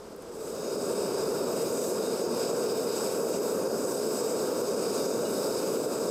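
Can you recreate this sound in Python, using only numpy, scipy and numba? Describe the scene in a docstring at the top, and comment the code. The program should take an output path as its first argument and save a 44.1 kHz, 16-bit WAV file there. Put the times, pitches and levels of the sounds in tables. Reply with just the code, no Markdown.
"""A small tube forge out of doors swells in over the first second, close to the microphone. Two dry ticks of
treble come early, over the faint rumble of the woods, which sinks in the first 1.6 s. Then the burner roars on:
the turbulent flame rings the chamber, the gas jet hisses in the burner pipe. A fast limiter shaves the peaks of
the roar, so the hiss ducks just after them; the stereo width flickers. Near the end, at about 5.2 s, tongs
touch the brick and their steel rings."""
import sys
import numpy as np
from scipy import signal
from scipy.fft import rfft, irfft
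from scipy.io import wavfile
from scipy.ndimage import uniform_filter1d, minimum_filter1d
from numba import njit

SR = 44100
rng = np.random.default_rng(int(sys.argv[2]) if len(sys.argv) > 2 else 0)


def to_wav(sig):
    """Store sig (one row per channel, or 1-D mono) as 16-bit WAV at the path in sys.argv[1].

    Samples outside -1..1 are clipped; the rate is SR.
    """
    pcm = np.clip(np.atleast_2d(sig), -1, 1) * 32767
    pcm = np.round(pcm).astype(np.int16)
    wavfile.write(sys.argv[1], SR, pcm.T)  # frames by channels


def volts_from_db(level):
    """Convert decibel levels to linear amplitude ratios."""
    exponent = np.asarray(level, float) / 20
    return 10 ** exponent


N = 269010  # samples, 6.1 s
TIME = np.arange(N) / SR  # seconds


def curve(table, column=1):
    """Draws straight lines between the rows of a table, giving one column at every sample."""
    seconds = [row[0] for row in table]
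    values = [row[column] for row in table]
    return np.interp(TIME, seconds, values)


def coloured(spectrum, modes=(), share=(0, SR)):
    """Noise with a smooth spectrum plus steep resonances; share keeps one slice (Hz), the whole has rms 1."""
    hz = np.fft.rfftfreq(N, 1 / SR) + 1  # 1 Hz up, to keep clear of zero
    corner_hz, db = np.transpose(spectrum)
    power = volts_from_db(2 * np.interp(np.log(hz), np.log(corner_hz), db, right=-120))
    for mode_hz, width_hz, mode_db in modes:
        detuning = (hz - mode_hz ** 2 / hz) / width_hz
        power = power + volts_from_db(2 * mode_db) / (1 + detuning ** 2 / 2.67) ** 2.485
    inside = (hz >= share[0]) & (hz < share[1])
    white = rfft(rng.standard_normal(N))
    return irfft(white * np.sqrt(power * inside / power.mean()), N)


def walk(rate):
    """A wandering level: random values held 1 / rate seconds, smoothed twice, standard deviation 1."""
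    hold = int(SR / rate)
    steps = np.repeat(rng.standard_normal(N // hold + 1), hold)
    smooth = uniform_filter1d(uniform_filter1d(steps, hold), hold)[:N]
    return smooth / smooth.std()


def ring(start, hz, t60):
    """A sine that begins at a given second and dies away by 60 dB in t60 seconds."""
    age = np.maximum(TIME - start, 0)
    decay = np.exp(-np.log(1000) * age / t60)
    return (TIME >= start) * np.sin(2 * np.pi * hz * age) * decay


# The broad noise of the flame. Each row: frequency in Hz, relative level in dB per Hz.
FLAME_BED = [(20, -60), (50, -43), (100, -25), (150, -17), (300, -9.5), (800, -52), (1600, -27.5),
             (2000, -79), (3000, -61)]
# The notes the forge chamber favours. Each row: frequency in Hz, width in Hz, relative level in dB.
CHAMBER = [(223.3, 76, -10.5), (441.8, 144.3, 0.5), (635, 54, -13.5), (915, 80, -16.5), (1102, 156, -19),
           (1342, 260, -22)]


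def flame(flutter):
    """Turbulent burning rings the chamber; its part above 750 Hz flutters with the jet."""
    start_db, rise_db_per_s = -28.7, 0.15  # before fade-in, flutter and limiter
    low = coloured(FLAME_BED, CHAMBER, (0, 750))
    high = coloured(FLAME_BED, CHAMBER, (750, SR))
    level = volts_from_db(start_db + rise_db_per_s * TIME)
    return level * (low + volts_from_db(0.65 * flutter) * high)


# How strong the gas hiss is, before flutter, fade-in and limiter.
# Each row: time in seconds, level of the low hiss in dB, level of the high hiss in dB.
JET = [(0, -49, -50), (.25, -48, -48), (.4, -45.5, -43), (.6, -43.5, -41.5), (.9, -44, -43),
       (1.5, -46, -45), (1.62, -41.5, -40.5), (1.72, -45, -41.5), (1.84, -41.5, -38), (1.95, -45.5, -42.5),
       (2.07, -42.5, -42.5), (2.28, -46.5, -46), (2.43, -41, -41.5), (2.53, -45, -44.5),
       (2.95, -43.5, -41.5), (3.3, -45, -41.5), (3.72, -47, -43.5), (3.85, -45, -41.5), (4.12, -43, -40),
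       (4.38, -44.5, -41.5), (4.47, -45, -43.5), (5.1, -43, -41.5), (5.3, -44.5, -42), (5.5, -43, -42.5),
       (5.98, -45.5, -43), (6.1, -43.5, -41.5)]
# The broad noise of the gas jet. Each row: frequency in Hz, relative level in dB per Hz.
JET_BED = [(1200, -42), (2000, -23), (3000, -19), (3450, -19.5), (4300, -13), (7200, -13), (9800, -23),
           (11000, -23.5), (12900, -26), (14500, -25), (15500, -29)]
# The notes the burner pipe favours. Each row: frequency in Hz, width in Hz, relative level in dB.
PIPE = [(2493, 490, -12.5), (3758, 173, -8.5), (4897, 250, -1), (5280, 260, -3.5), (5970, 130, -11),
        (6670, 290, -7), (7830, 410, -2.5), (8710, 510, -7.5), (9350, 280, -16), (10430, 550, -19.5),
        (11560, 960, -20), (12300, 500, -23), (13500, 1300, -18), (15200, 500, -40)]


def jet(flutter):
    """Gas hisses through the burner pipe; all slices flutter together and each flickers alone."""
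    low_db, high_db = curve(JET), curve(JET, column=2)
    registers = [  # edges of the slices in Hz, level in dB
        ([0, 3400, 4300, 5650], low_db),
        ([5650, 7200, 8300, 9800], high_db),
        ([9800, 12900, SR], high_db - 7),
    ]
    out = 0
    for edges, register_db in registers:
        sway_db = 0.79 * flutter + 0.6 * walk(21.99)
        hiss = 0
        for share in zip(edges, edges[1:]):
            flicker = volts_from_db(0.91 * walk(11))
            hiss = hiss + flicker * coloured(JET_BED, PIPE, share)
        out = out + volts_from_db(register_db + sway_db) * hiss / hiss.std()
    return out


# When the tongs touch the brick. Each row: start in seconds, level in dB.
TOUCHES = [(5.249, -49.5)]
# How the steel rings. Each row: frequency in Hz, level in dB added to the touch, time to fall 60 dB in s.
TONGS = [(2880, 0, .35), (3950, 4, .14)]


def tongs():
    """Each touch on the brick rings the steel of the tongs, a few fading sines at once."""
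    out = np.zeros(N)
    for start, touch_db in TOUCHES:
        for hz, mode_db, t60 in TONGS:
            out += volts_from_db(touch_db + mode_db) * ring(start, hz, t60)
    return out


# Dry ticks. Each row: start in seconds, level in dB of the sine before noise roughens it,
# frequency in Hz, time in seconds for the sine to fall 60 dB.
TICKS = [(0.163, -33, 12100, 0.013), (0.221, -38, 10070, 0.027)]


def ticks():
    """Short dry bursts of treble: a fading sine multiplied by smoothed noise."""
    out = np.zeros(N)
    for start, db, hz, t60 in TICKS:
        grain = uniform_filter1d(rng.standard_normal(N), size=8)
        out += volts_from_db(db) * ring(start, hz, t60) * grain
    return out


def gate(share, block):
    """On for a given share of short blocks (in samples), off for the rest, with soft joins."""
    on = rng.random(N // block + 1) < share
    return uniform_filter1d(np.repeat(1. 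* on, block), block // 8)[:N]


# The sound that differs between left and right. Each row: frequency in Hz, relative level in dB per Hz.
SPREAD = [(20, -14), (40, -15), (139, -1), (300, -2), (427, -3), (637, 4), (1450, -2), (1910, -20),
          (2300, -15), (3220, -14), (4300, -9), (9800, -9), (13700, -10), (15500, -11)]


def width():
    """The stereo width flickers: it drops out band by band, and at times altogether."""
    open_db, block = -52, 1024  # level with every gate open and no fade; block in samples
    edges = [0, 350, 550, 900, 1700, 2400, 3400, 4000, 4600, 5200, 5700,
             6300, 6900, 7600, 8300, 9600, 11500, 13000, SR]  # Hz
    peaks = [(hz, width_hz, db + 2.5) for hz, width_hz, db in PIPE]
    bands = 0
    for low, high in zip(edges, edges[1:]):
        share_on = 0.9 if high < 400 else 0.5
        bands = bands + gate(share_on, block) * coloured(SPREAD, peaks, (low, high))
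    return volts_from_db(open_db) * gate(0.75, 2 * block) * bands


# The tone of the woods. Each row: frequency in Hz, relative level in dB per Hz.
WOODS = [(20, -15), (35, -10.5), (59, -5), (80, -5), (130, -9), (300, -4.5), (800, -10.5), (1300, -11.5),
         (1800, -22), (3400, -25), (6000, -23), (15500, -37)]
# How loud the woods are, before their slow swell. Each row: time in seconds, level in dB.
WOODS_LEVEL = [(0, -49.5), (1, -53.5), (1.6, -58)]


def woods():
    """Distant rumble and rustle: shaped noise whose level swells slowly at random."""
    swell_db = 2.5 * walk(3)
    return volts_from_db(curve(WOODS_LEVEL) + swell_db) * coloured(WOODS)


# How the forge swells in. Each row: time in seconds, gain in dB.
FADE_IN = [(0, -16), (.3, -12.5), (.5, -6.5), (.8, -1.5), (1.05, -0.5)]


def fade_in():
    """The rising gain of the forge at every sample."""
    return volts_from_db(curve(FADE_IN))


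def scene():
    """Everything sits in the centre; a faint unrelated share widens it."""
    flutter = walk(16)  # shared by flame and jet
    forge = flame(flutter) + jet(flutter)
    mid = fade_in() * forge + tongs() + ticks() + woods()
    side = fade_in() * width()
    return np.array([mid + side, mid - side])


@njit
def follow(x, attack, release):
    """Peak follower: moves a share of the way to each sample, attack when rising, release when falling."""
    env, e = np.empty(len(x)), 1e-9
    for i in range(len(x)):
        e += (x[i] - e) * (attack if x[i] > e else release)
        env[i] = e
    return env


def band_limit(x):
    """A steep low-pass at the top of the band."""
    return signal.sosfilt(signal.butter(12, 15740, fs=SR, output="sos"), x)


def record(dry):
    """A look-ahead limiter pulls both channels down together on the loudest cycles of the roar."""
    ceiling_db, ratio = -20, 11
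    ahead_s, release_s = 0.001, 0.04
    ahead = int(ahead_s * SR) + 1  # samples
    # the forge is already faded in, so the ceiling rises with it and the roar is limited alike throughout
    ceiling = fade_in() * volts_from_db(ceiling_db)
    over = np.abs(dry).max(axis=0) / ceiling
    nearby_peak = -minimum_filter1d(-over, 2 * ahead + 1)
    env = follow(nearby_peak, 1., 1 / (release_s * SR))
    gain = np.minimum(1 / env, 1) ** (1 - 1 / ratio)
    return band_limit(dry * uniform_filter1d(gain, ahead))


dry = scene()
out = record(dry)
to_wav(out)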